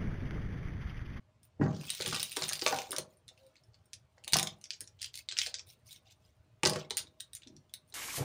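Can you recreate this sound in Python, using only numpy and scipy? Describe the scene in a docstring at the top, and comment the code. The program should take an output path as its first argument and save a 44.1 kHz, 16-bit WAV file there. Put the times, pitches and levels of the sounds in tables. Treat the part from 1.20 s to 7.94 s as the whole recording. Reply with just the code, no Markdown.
"""A small room with a cloth-covered table: close to a phone, a hand lifts a bead necklace out of jewellery.
Beads click as short sine rings with a noise crack and a treble snap; chains slither as dense link ticks.
Heavy beads knock the table top, made of noise blows that ring its modes; a faint hoot is a gliding sine.
A sparse decaying tail answers for the room, over shaped noise as room tone.
The phone's noise suppressor holds the room tone down and cuts the tails short."""
import sys
import numpy as np
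from scipy import signal
from scipy.io import wavfile
from scipy.ndimage import uniform_filter1d

SR = 44100
rng = np.random.default_rng(int(sys.argv[2]) if len(sys.argv) > 2 else 0)


def transcribe(u):
    """Save the signal u as a 16-bit wav file named by the first command-line argument.

    u: samples, shape (n,) or (channels, n), limited to [-1, 1]; the rate is SR.
    q: integer samples, one column per channel.
    """
    v = np.clip(np.atleast_2d(u).T, -1, 1)
    q = np.round(v * 32767).astype(np.int16)
    wavfile.write(sys.argv[1], SR, q)


N = 297234

# clear clicks of bead on bead: (time [s], level [dB], ring pitch [Hz], treble snap against the ring [dB])
BEAD_CLICKS = [(0.612, -38, 2610, -12), (0.6519, -47, 2210, -5), (0.6945, -28, 2790, -22),
               (0.703, -22.5, 3870, -7.5), (0.7493, -31, 3850, -8), (0.8023, -31.5, 1620, -22),
               (0.8098, -24.5, 4280, -14), (0.821, -22, 4030, -13.5), (0.8608, -19.5, 3410, -18),
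               (0.8711, -29.5, 3460, -7), (0.8775, -30, 3680, 0.5), (0.9044, -36.5, 3560, -13.5),
               (0.9294, -22.5, 3180, -18.5), (0.9453, -21, 2690, -15), (0.9503, -24.5, 3000, -12.5),
               (0.9624, -23.5, 3800, -15.5), (0.9971, -25.5, 3900, -10), (1.0293, -21.5, 3910, -2),
               (1.1184, -31.5, 2600, -7), (1.1273, -32, 3740, -12), (1.1637, -27.5, 3880, -10),
               (1.169, -19.5, 3350, -12), (1.2141, -35, 2470, -8.5), (1.2216, -19, 4410, -23.5),
               (1.2395, -22, 3730, -18), (1.2824, -29.5, 4300, -4.5), (1.2905, -21.5, 6290, -8),
               (1.297, -24, 6640, -25), (1.3239, -23.5, 4240, -16), (1.3326, -19.5, 4810, -9.5),
               (1.3545, -27.5, 4580, -13.5), (1.3935, -26.5, 4550, -21.5), (1.4144, -26, 4900, -25.5),
               (1.4204, -21, 4690, -31.5), (1.4635, -12, 2490, -23), (1.4758, -18, 2350, -21),
               (1.4814, -19.5, 6280, -24), (1.4874, -23.5, 5460, -21.5), (1.5261, -26.5, 1680, -19),
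               (1.5615, -28.5, 3290, -16), (1.5869, -22, 2520, -29.5), (1.6593, -39.5, 2360, -17),
               (1.708, -34.5, 5140, -0.5), (1.718, -28.5, 3670, -1), (1.7308, -29, 1470, -29.5),
               (1.7639, -23, 5530, -12.5), (1.7835, -20.5, 6150, -5), (1.9708, -62.5, 4470, 1),
               (2.0805, -39, 3630, -13), (2.0887, -38, 3720, -22), (2.1545, -63, 3410, -17),
               (2.2004, -63.5, 1726, -12.5), (2.2334, -60.5, 3930, -9.5), (2.2655, -52, 3970, -9.5),
               (2.356, -46, 2160, -20.5), (2.3664, -48, 4380, -31), (2.4363, -52, 5310, -10.5),
               (2.5341, -55.5, 4510, -33), (2.5436, -45, 4480, -31.5), (2.5894, -61, 3030, -19),
               (2.6594, -70.5, 1572, -11.5), (2.7327, -31.5, 5920, -14.5), (2.7386, -37.5, 5080, -12.5),
               (2.9809, -46, 1990, -25), (3.039, -39.5, 2900, -19.5), (3.0453, -36.5, 4590, -12.5),
               (3.0785, -24.5, 3770, -12), (3.1231, -27.5, 3880, -8.5), (3.1339, -9.5, 4390, -13),
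               (3.1411, -9, 5790, -21), (3.168, -14.5, 5290, -8.5), (3.1865, -14.5, 5150, -16),
               (3.196, -16.5, 3640, -11), (3.2289, -17, 6620, -10.5), (3.2718, -22, 3590, -16),
               (3.3855, -61, 2200, -7.5), (3.4135, -44.5, 6130, -12), (3.4407, -33, 5740, -19.5),
               (3.4554, -38.5, 5790, -22.5), (3.5058, -24, 4640, -23), (3.534, -34, 5620, -32),
               (3.5411, -42, 6630, -47), (3.6066, -33, 5320, -3), (3.614, -35.5, 6600, -20),
               (3.6413, -45.5, 4260, -19), (3.675, -38, 5670, -18), (3.7907, -45.5, 3080, -30),
               (3.7978, -44.5, 3380, -26), (3.809, -44, 3250, -17.5), (3.8172, -26.5, 4820, -12),
               (3.8282, -27.5, 5310, -14.5), (3.8437, -24, 4730, -20.5), (3.8594, -37, 2980, -8.5),
               (3.8831, -46.5, 3210, -21), (3.9415, -32, 4330, -20.5), (3.9552, -30.5, 4330, -9),
               (3.9747, -34, 4370, -9), (3.9894, -37.5, 4540, -17.5), (4.0878, -23, 3740, -39.5),
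               (4.1128, -26, 3250, -36.5), (4.123, -24.5, 4150, -37), (4.1687, -26, 2890, -38),
               (4.1762, -26, 5500, -28), (4.1876, -12.5, 5400, -22), (4.1938, -19.5, 3930, -24.5),
               (4.2158, -17.5, 3160, -43), (4.2322, -32.5, 3290, -10), (4.2627, -23, 4300, -19.5),
               (4.2697, -26.5, 4480, -18), (4.342, -21.5, 4600, -31), (4.3524, -30.5, 4940, -32.5),
               (4.3861, -34.5, 4930, -36), (4.3939, -30.5, 5560, -38.5), (4.4711, -51.5, 3930, -6.5),
               (4.5269, -53.5, 3750, -14), (4.6674, -52.5, 5270, -3.5), (4.6945, -50.5, 3430, -12),
               (4.7107, -44, 4410, -10), (4.7284, -39, 3940, -7.5), (4.7613, -40.5, 3590, -23.5),
               (4.8675, -53, 3790, -25), (4.9001, -51, 2880, -23), (4.91, -45.5, 3580, -23),
               (5.0595, -59, 6050, -20), (5.4336, -13, 2480, -18.5), (5.4477, -32, 2620, -11.5),
               (5.4523, -12, 4900, -22.5), (5.459, -9.5, 4640, -23), (5.47, -21, 4300, -5),
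               (5.4733, -17, 6000, -17), (5.4964, -21, 4910, -8), (5.5339, -25.5, 5070, -18.5),
               (5.5594, -26.5, 1460, -21), (5.5957, -40, 4630, -15.5), (5.6134, -43, 3590, -27),
               (5.6484, -46.5, 2185, -32), (5.6994, -45, 3480, -7), (5.7071, -20, 4010, -18.5),
               (5.7148, -39, 3530, -19.5), (5.7491, -48.5, 4610, -7.5), (5.7703, -20, 6850, -8.5),
               (5.7772, -24, 4510, -4), (5.7828, -23, 5070, -17.5), (5.7916, -28, 3800, -14),
               (5.8709, -46, 3750, -21), (6.001, -38.5, 3430, -11.5), (6.0051, -30.5, 3820, -10.5),
               (6.0428, -52, 3930, -18), (6.133, -37, 3850, -9), (6.1509, -34.5, 6860, -3.5),
               (6.1593, -39, 6170, -16), (6.1684, -39.5, 7060, -20), (6.2205, -43, 2920, -22),
               (6.2332, -41, 3500, -26.5), (6.273, -37.5, 3600, -27), (6.2821, -46.5, 5680, -29.5),
               (6.3654, -43, 5680, -16), (6.4954, -51, 3410, -19.5), (6.5384, -30, 3870, -8.5),
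               (6.6774, -64, 5110, -1), (6.7242, -41, 4030, -21.5)]
# spectrum of a click's crack: (frequency [Hz], gain [dB])
CRACK_COLOUR = [(900, -49), (1350, -13), (1700, -7.5), (2500, -4.5), (4000, -2.5), (6000, -3.5), (8000, -8),
                (10000, -37.5), (12000, -62.5)]
# spectrum of its treble snap: (frequency [Hz], gain [dB])
SNAP_COLOUR = [(6500, -33.5), (7900, -9.5), (8900, 10.5), (9900, 1.5), (11000, -1), (12000, -13.5),
               (13000, -46.5)]
# spectrum of its very top: (frequency [Hz], gain [dB])
AIR_COLOUR = [(10000, -30), (11500, -8.5), (13000, -7.5), (14200, -7), (15200, 2), (16000, -18.5),
              (16800, -34)]
# modes of a hard pendant that bright clicks set ringing: (frequency [Hz], level [dB], t60 [s])
PENDANT_MODES = [(3800, -2, 0.078), (1910, -12.5, 0.066), (5750, -15.5, .04), (8460, 1.5, 0.04),
                 (11100, -18.5, .03), (15000, -2, .04)]
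# the hand digs in the heap: (time [s], sliding level [dB], its treble level [dB], level passed to the table [dB])
DIGGING = [(0.405, -74.5, -79.5, -75), (0.42, -63, -87.5, -58), (0.56, -63.5, -78.5, -58),
           (0.61, -63.5, -71.5, -60), (0.685, -53.5, -63, -60), (0.776, -53.5, -60.5, -63),
           (0.836, -55, -61.5, -60), (0.89, -45.5, -60, -60), (1.124, -56, -60.5, -64),
           (1.24, -51, -56, -60), (1.376, -64.5, -66, -62), (1.436, -54, -54.5, -60),
           (1.546, -47.5, -55.5, -58), (1.636, -62.5, -69.5, -66), (1.7, -62.5, -70.5, -70),
           (1.826, -74, -88, -75), (1.95, -84, -80.5, -90)]
# single chain slides or swings: (start [s], length [s], top level [dB], top level of the treble [dB])
CHAIN_SLIDES = [(0.223, .065, -73.5, -72), (2.043, 0.42, -83.5, -91.5), (3.071, .35, -65.5, -79),
                (3.427, 0.25, -84, -88), (3.791, 0.13, -66, -81.5), (3.922, 0.13, -62, -63.5),
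                (4.148, 0.2, -57.5, -65), (4.453, .12, -70, -68), (4.642, 0.17, -65.5, -67.5),
                (4.842, 0.08, -69.5, -84), (4.896, 0.053, -65.5, -73.5), (4.98, 0.17, -79.5, -86),
                (5.474, .22, -61, -77.5), (5.75, .17, -74, -93.5), (6.672, 0.059, -80.5, -76.5)]
# blows on the table top: (time [s], peak [dB], favoured pitch [Hz], hardness [dB], boom level [dB])
TABLE_KNOCKS = [(0.394, -31, 303, -27.5, -28), (0.411, -19.5, 235, -21, -32.5),
                (0.427, -25.5, 373, -15.5, -42.5), (0.457, -31, 360, -12, -30.5),
                (0.8, -31, 383, -10.5, -42.5), (0.865, -34, 346.4, -16, -39.5),
                (0.925, -28.5, 370, 9.5, -40), (0.959, -37.5, 539, -5.5, -55.5),
                (1.166, -32, 372, -19, -67.5), (1.218, -30.5, 343, 9.5, -43), (1.31, -34, 545, 0, -50.5),
                (1.421, -31, 352, -15, -64.5), (1.462, -18.5, 1177, -11.5, -49),
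                (1.524, -22.5, 786, -5, -47.5), (1.584, -38.5, 382, -5.5, -59.5),
                (1.69, -38, 363, -31.5, -61), (1.727, -35, 363, -2, -74.5), (1.779, -34.5, 370, -12, -46.5),
                (2.108, -52, 622, -19.5, -66), (2.975, -48.5, 603, -10.5, -74.5),
                (3.072, -42, 611.5, -12, -68), (3.13, -30, 890, -8, -33.5), (3.155, -22, 1020, 9.5, -47.5),
                (3.229, -38.5, 248.5, -11.5, -45), (3.608, -48.5, 359.4, -11, -59.5),
                (4.12, -49.5, 622, 5.5, -73.5), (4.264, -45, 520, -28, -61),
                (4.391, -55.5, 1040, -16, -70.5), (5.432, -22, 376, 0, -37), (5.458, -24, 384, -1.5, -33.5),
                (5.522, -33.5, 267.5, 0.5, -50), (5.557, -31, 393.3, -11.5, -54.5),
                (5.706, -36.5, 388, -10.5, -75.5), (5.789, -51.5, 492, -15, -58.5),
                (5.833, -49, 351, -27.5, -68), (6.26, -45, 301.4, -37, -59),
                (6.292, -50, 268.4, -32.5, -57), (6.321, -54.5, 298, -30, -55),
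                (6.717, -53, 355, -26.5, -63)]
# modes of the table top, before each blow's own damping: (frequency [Hz], level [dB], t60 [s])
TABLE_MODES = [(236, 3, 0.88), (288, 1, 0.55), (369, 4, 0.98), (387, -6, 0.33), (483, -3, 0.2),
               (509, 1.5, 0.48), (622, 3.5, 1), (802.5, 2.5, 0.37), (944, -1, 0.11), (1170, 5.5, 0.022)]
# modes of the table frame and the room under it: (frequency [Hz], level [dB], t60 [s])
FRAME_MODES = [(62.4, -8, 0.29), (75, -10, 0.064), (101.7, -0.5, 0.29), (139, 4.5, 0.17), (152, 2, .45),
               (198, -3, 0.55)]
# spectrum that a hard blow wakes: (frequency [Hz], gain [dB])
HARD_COLOUR = [(120, -38.5), (220, -6.5), (500, 3), (1000, 1.5), (1700, 2.5), (3000, -19), (8000, -38)]
# a faint soft hoot, level before a later lift: (time [s], pitch [Hz], level [dB])
HOOT_GLIDE = [(2.172, 512, -76), (2.213, 538, -64), (2.272, 530.6, -58.5), (2.34, 528, -85.5)]
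# decay of the room: (frequency [Hz], t60 [s])
ROOM_DECAY = [(100, 0.47), (300, 0.49), (800, 0.46), (2000, 0.21), (5500, 0.18), (10000, 0.14),
              (15000, 0.12)]
# spectrum of the room tone: (frequency [Hz], relative density [dB per Hz])
TONE_COLOUR = [(12, -44.5), (20, -25), (32, -35.5), (52, -16), (102, 2.5), (124, -8.5), (273, -20),
               (351, -20.5), (1020, -25.5), (1840, -31.5), (2180, -32), (2510, -32), (7510, -42),
               (15200, -58), (16500, -57.5)]
# one faint narrow drone in the room tone: (frequency [Hz], width [Hz], rise [dB])
TONE_DRONE = (622, 11, 13)

# room share of a -31 dB click [dB]; louder clicks are nearer and drier [dB per dB]
CLICK_ROOM_DB, NEARER_PER_DB = -4.0, 0.1266
# light touches of hanging beads ring longer [dB of time per dB below the threshold]
RING_T60_S, FREE_BELOW_DB, FREE_RINGS = .006, -38.0, .6
# number of chance clicks; least height over the sliding chains and its spread
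SMALL_CLICKS, SMALL_OVER_DB, SMALL_SPREAD_DB = 340, 12.5, 4.5
# their pitch range; snap of the brightest against the treble share of the sliding
SMALL_HZ, SMALL_TREBLE_DB = (2020, 6000), -4.5
# a slide swells early and dies slowly (exponents); share of it that reaches the table
SLIDE_SKEW, SLIDE_POINT, SLIDE_TABLE_DB = 0.77, 2.2, -13.0
# the lifted necklace never hangs quite still
DANGLE_DB, DANGLE_TREBLE_DB, DANGLE_FROM_S = -91, -89, 1.9
# link rings against link cracks: freer in the air than in the heap
DIG_JINGLE_DB, HANG_JINGLE_DB = -5.0, 1.0
# decay time of a blow of hardness -13.5 dB; softer blows last longer [dB of time per dB]
RATTLE_MS, SOFT_SLOWS = 3.5, 0.22
# ring of a -30.5 dB blow; a heavier bead rests on the top and damps it [dB of time per dB]
KNOCK_T60_S, HEAVY_DAMPS = .065, 0.22
# a short hard blow hardly wakes the frame below this pitch [dB an octave per dB of hardness]
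DEEP_HZ, HARD_SKIPS = 100, 0.7
# room tone level after full suppression, deepest suppression, upper band limit
TONE_DB, SUPPRESS_DB, EDGE_HZ = -69, 9, 16750


def clicks(rows):
    """Bead clicks: contact noise cracks, the bead rings briefly, treble snaps; returns near and far sound."""
    noise_t, ring_t = np.arange(600) / SR, np.arange(1300) / SR
    onset = np.sin(np.pi / 2 * np.minimum(ring_t / 0.00022, 1)) ** 2
    pendant_hits = np.zeros((2, N))
    noise = rng.standard_normal((len(rows), 2, len(noise_t)))
    layers = np.zeros((2, 4, N))  # near and far; ring, crack, snap and air
    for (s, db, hz, treble_db), (crack, snap) in zip(rows, noise):
        room_db = CLICK_ROOM_DB - NEARER_PER_DB * (db + 31)
        lightness_db = max(FREE_BELOW_DB - db, 0) * (s > DANGLE_FROM_S)
        t60 = min(RING_T60_S * gain_of(FREE_RINGS * lightness_db), .035)
        ring = gain_of(-60 * ring_t / t60) * np.sin(2 * np.pi * hz * ring_t) * onset
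        ring *= np.sqrt(RING_T60_S / t60)  # longer rings start softer
        # the pendant answers clicks close to its main pitch, bright ones most
        near_pendant = np.exp(-((hz - PENDANT_MODES[0][0]) / 170) ** 2)
        hit_db = db - 15.0 + 2.0 * min(treble_db + 9.5, 0)
        pendant_hits[:, round(s * SR)] = near_pendant * gain_of(hit_db) * gain_of([0, room_db])
        crack = crack * gain_of(-10.0 - 60 * noise_t / 0.021)
        snap = snap * gain_of(treble_db + 2.5 - 60 * noise_t / 0.01)
        air_db = -9.5 + 0.45 * min(treble_db + 8.5, 0)  # soft contacts lose the very top fastest
        near, far = gain_of([db, db + room_db])
        for k, part in enumerate((ring, crack, snap, snap * gain_of(air_db))):
            add(layers[0, k], s, near * part)
            add(layers[1, k], s, far * part)
    pendant = ringing(PENDANT_MODES, np.arange(SR // 10) / SR, np.ones(len(PENDANT_MODES)))
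    layers[:, 0] += signal.oaconvolve(pendant_hits, pendant[None], axes=1)[:, :N]
    layers[1, 3] *= gain_of(-2.0)  # the very top beams and is soaked up by cloth
    layers[1, 0] *= gain_of(-0.5)  # the ring beams less into the room than the crack
    return [ring + colour(crack, CRACK_COLOUR) + colour(snap, SNAP_COLOUR) + colour(air, AIR_COLOUR)
            for ring, crack, snap, air in layers]


def small_clicks(level):
    """Chance clicks, evenly scattered and as loud as the sliding allows, as rows like the clear ones."""
    when, size, pitch, dull = rng.random((SMALL_CLICKS, 4)).T
    s = when * (N - 1) / SR
    body_db, treble_db = 20 * np.log10(level[:2, (s * SR).astype(int)])
    db = body_db + SMALL_OVER_DB - SMALL_SPREAD_DB * np.log(1 - size)
    hz = SMALL_HZ[0] * (SMALL_HZ[1] / SMALL_HZ[0]) ** pitch
    snap_db = treble_db - body_db + SMALL_TREBLE_DB - 12.0 * dull
    return list(zip(s, db, hz, snap_db))


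def sliding_level():
    """Gains of the sliding chains, their treble and their drag: digging hand, single slides and dangling."""
    t = np.arange(N) / SR
    s, *columns = np.transpose(DIGGING)
    level = gain_of([np.interp(t, s, db, -120, -120) for db in columns])
    for start, length, db, treble_db in CHAIN_SLIDES:
        span = slice(round(start * SR), round((start + length) * SR))
        progress = np.clip((t[span] - start) / length, 0, 1)
        arch = abs(np.sin(np.pi * progress ** SLIDE_SKEW)) ** SLIDE_POINT
        level[:, span] += gain_of([[db], [treble_db], [db + SLIDE_TABLE_DB]]) * arch
    dangle = gain_of([[DANGLE_DB], [DANGLE_TREBLE_DB], [-120]])
    return level + dangle * (t > DANGLE_FROM_S)


def slither(body, treble, weight):
    """Sliding chains: some 1200 link ticks a second, a few large, each ringing one of 16 link resonators."""
    sizes = gain_of(3.5 * np.minimum(rng.exponential(1, N), 5))
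    ticks = sizes * (rng.random(N) < 1200 / SR)
    link = rng.integers(0, 16, N)
    rings = np.zeros(N)
    r = gain_of(-60 / (0.047 * SR))  # pole radius for a t60 of 47 ms
    for k, hz in enumerate(np.geomspace(2200, 7500, 16)):
        poles = [1, -2 * r * np.cos(2 * np.pi * hz / SR), r * r]
        rings += signal.lfilter([1, 0, -1], poles, ticks * (link == k))
    cracks = evened(signal.lfilter([1], [1, -.9], ticks) * rng.standard_normal(N))
    tops = colour(cracks * treble, SNAP_COLOUR) + gain_of(1.5) * colour(cracks * treble, AIR_COLOUR)
    drag = colour(cracks * weight, HARD_COLOUR)  # the heap passes the ticks on to the table
    jingle_db = np.where(np.arange(N) / SR > DANGLE_FROM_S, HANG_JINGLE_DB, DIG_JINGLE_DB)
    jingle = cracks + gain_of(jingle_db) * evened(rings)
    return colour(jingle * body, CRACK_COLOUR) + tops + drag


def knocks():
    """Table knocks: a rattling blow rings the top's modes and a dense blur, most near the favoured pitch."""
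    out, t = np.zeros(N), np.arange(SR // 3) / SR
    short = t[:SR // 6]
    grid = np.geomspace(20, 20000, 90)
    frame_hz = np.array(FRAME_MODES)[:, 0]
    octaves_deep = np.minimum(np.log2(frame_hz / DEEP_HZ), 0)
    chance = rng.standard_normal((len(TABLE_KNOCKS), 2, len(t)))
    for (s, peak_db, spot_hz, hard_db, boom_db), (rough, blur) in zip(TABLE_KNOCKS, chance):
        ms = RATTLE_MS * gain_of(-SOFT_SLOWS * (hard_db + 13.5))
        t60 = KNOCK_T60_S * gain_of(-HEAVY_DAMPS * (peak_db + 30.5))
        u = t[:3000] * 1000 / max(ms, .3)  # time in decay lengths of the blow
        blow = rough[:len(u)] * np.minimum(5.8 * u, 1) * np.exp(-u)
        # each blow draws the signs of its modes by chance
        top = ringing(TABLE_MODES, short, np.sign(blur)) + gain_of(16.0) * blur[:len(short)]
        top = top * gain_of(-60 * short / max(t60, .02))
        favour = np.exp(-(np.log2(grid / spot_hz) / 0.4) ** 2)
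        favour += gain_of(hard_db + 4.0 + read(HARD_COLOUR, grid))
        favour_points = np.transpose([grid, 20 * np.log10(favour)])
        sound = colour(signal.oaconvolve(top, blow), favour_points, size=4096)
        add(out, s, gain_of(peak_db) * sound / abs(sound).max())
        woken = gain_of(HARD_SKIPS * max(hard_db + 26, 0) * octaves_deep)
        boom = ringing(FRAME_MODES, t, woken * np.sign(rough[:len(FRAME_MODES)]))
        boom = boom * (1 - np.exp(-t / 0.0041))  # the heavy frame is slow to start
        fade = np.cos(np.pi / 2 * t / t[-1])
        add(out, s, gain_of(boom_db) * fade * boom / abs(boom).max())
    return out


def hoot():
    """A soft hoot: one sine whose pitch and level glide between points."""
    s, hz, db = np.transpose(HOOT_GLIDE)
    t = np.arange(N) / SR
    phase = 2 * np.pi * np.cumsum(np.interp(t, s, hz)) / SR
    return np.sqrt(2) * gain_of(np.interp(t, s, db, -120, -120)) * np.sin(phase)


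def room(x):
    """Room echo of sparse taps, each band dying at its own speed.

    Three random tails crossfade steadily, nine turns a second, so the echo keeps varying."""
    taps = np.zeros((3, SR // 2))
    starts = np.arange(120, SR // 2 - 20, 12)
    at = starts + rng.integers(0, 12, (3, len(starts)))
    np.put_along_axis(taps, at, rng.choice([-1., 1.], at.shape), 1)
    hz, t, z = signal.stft(taps, SR, nperseg=256)
    decay = gain_of(-60 * t / read(ROOM_DECAY, hz)[:, None])
    tails = signal.istft(z * decay, SR, nperseg=256)[1]
    cycles = 9 * np.arange(N) / SR + np.arange(3)[:, None] / 3  # 9 Hz, a third of a turn apart
    turns = np.sqrt(2 / 3) * np.cos(2 * np.pi * cycles)
    return signal.oaconvolve(x * turns, tails / np.linalg.norm(tails[0]), axes=1).sum(0)[:N]


def room_tone():
    """Room tone: steady shaped noise with drifting patches and a narrow drone, set ahead of the suppressor."""
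    frames, hz = N // 512 + 5, np.fft.rfftfreq(2048, 1 / SR)
    a, b, patches = rng.standard_normal((frames, 1025, 3)).T
    patches = evened(uniform_filter1d(uniform_filter1d(patches, 6, 0), 5, 1))
    drone_hz, width_hz, rise_db = TONE_DRONE
    drone_db = rise_db * np.exp(-((hz - drone_hz) / width_hz) ** 2)
    tone_db = (read(TONE_COLOUR, hz) + drone_db)[:, None] + 2.5 * patches
    noise = signal.istft((a + 1j * b) * gain_of(tone_db), nperseg=2048, noverlap=1536)[1][:N]
    return gain_of(TONE_DB + SUPPRESS_DB) * evened(noise)


def ringing(modes, t, signs):
    """Dying sines, one a mode, each with the sign (or signed weight) given."""
    hz, db, t60 = np.array(modes).T[:, :, None]
    return (signs[:len(modes), None] * gain_of(db - 60 * t / t60) * np.sin(2 * np.pi * hz * t)).sum(0)


def colour(x, points, size=1024):
    """Causal filter of unit energy: the phase follows from the log gain."""
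    log_gain = np.log(gain_of(read(points, abs(np.fft.fftfreq(size, 1 / SR)))))
    taps = np.fft.ifft(np.exp(np.conj(signal.hilbert(log_gain)))).real[:size // 2]
    return signal.oaconvolve(x, taps / np.linalg.norm(taps))[:N]


def read(points, hz):
    """Read a curve over log frequency."""
    f, value = np.transpose(points)
    return np.interp(np.log(hz + 1), np.log(f + 1), value)


def gain_of(db):
    """Amplitude gain of a level in dB."""
    return 10 ** (np.asarray(db) / 20)


def evened(x):
    """Scale to an RMS of one."""
    return x / np.sqrt(np.mean(x ** 2) + 1e-20)


def add(mix, s, sound):
    """Lay a sound into the mix at time s, cut at the end."""
    part = mix[round(s * SR):][:len(sound)]
    part += sound[:len(part)]


def scene():
    """Mix the necklace, the table, the room's answer, the hoot and the room tone."""
    level = sliding_level()
    near, far = clicks(list(BEAD_CLICKS) + small_clicks(level))
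    chains, table = slither(*level), knocks()
    wet = room(far + gain_of(-10.0) * chains + gain_of(-5.0) * table)
    lifted_hoot = gain_of(SUPPRESS_DB / 2) * hoot()  # makes up for part of the suppression
    return (near + chains + table + wet + lifted_hoot + room_tone())[None]


def record(dry):
    """The suppressor lowers every band that stands little above its own quiet level; then the band limit."""
    z = signal.stft(dry[0], nperseg=256, noverlap=192)[2]
    power = uniform_filter1d(uniform_filter1d(abs(z) ** 2, size=5, axis=0), size=9, axis=1)
    level_db = 10 * np.log10(abs(power) + 1e-16)
    over_db = level_db - np.percentile(level_db, 15, axis=1)[:, None]
    opening = np.clip((over_db - 4.0) / 20.5, 0, 1)  # 0 held down, 1 fully open
    held = z * gain_of(SUPPRESS_DB * (opening - 1))
    cleaned = signal.istft(held, nperseg=256, noverlap=192)[1][:N]
    band_limit = signal.firwin(511, EDGE_HZ, window=("kaiser", 9), fs=SR)
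    return signal.oaconvolve(cleaned, band_limit, "same")[None]


dry = scene()
out = record(dry)
transcribe(out)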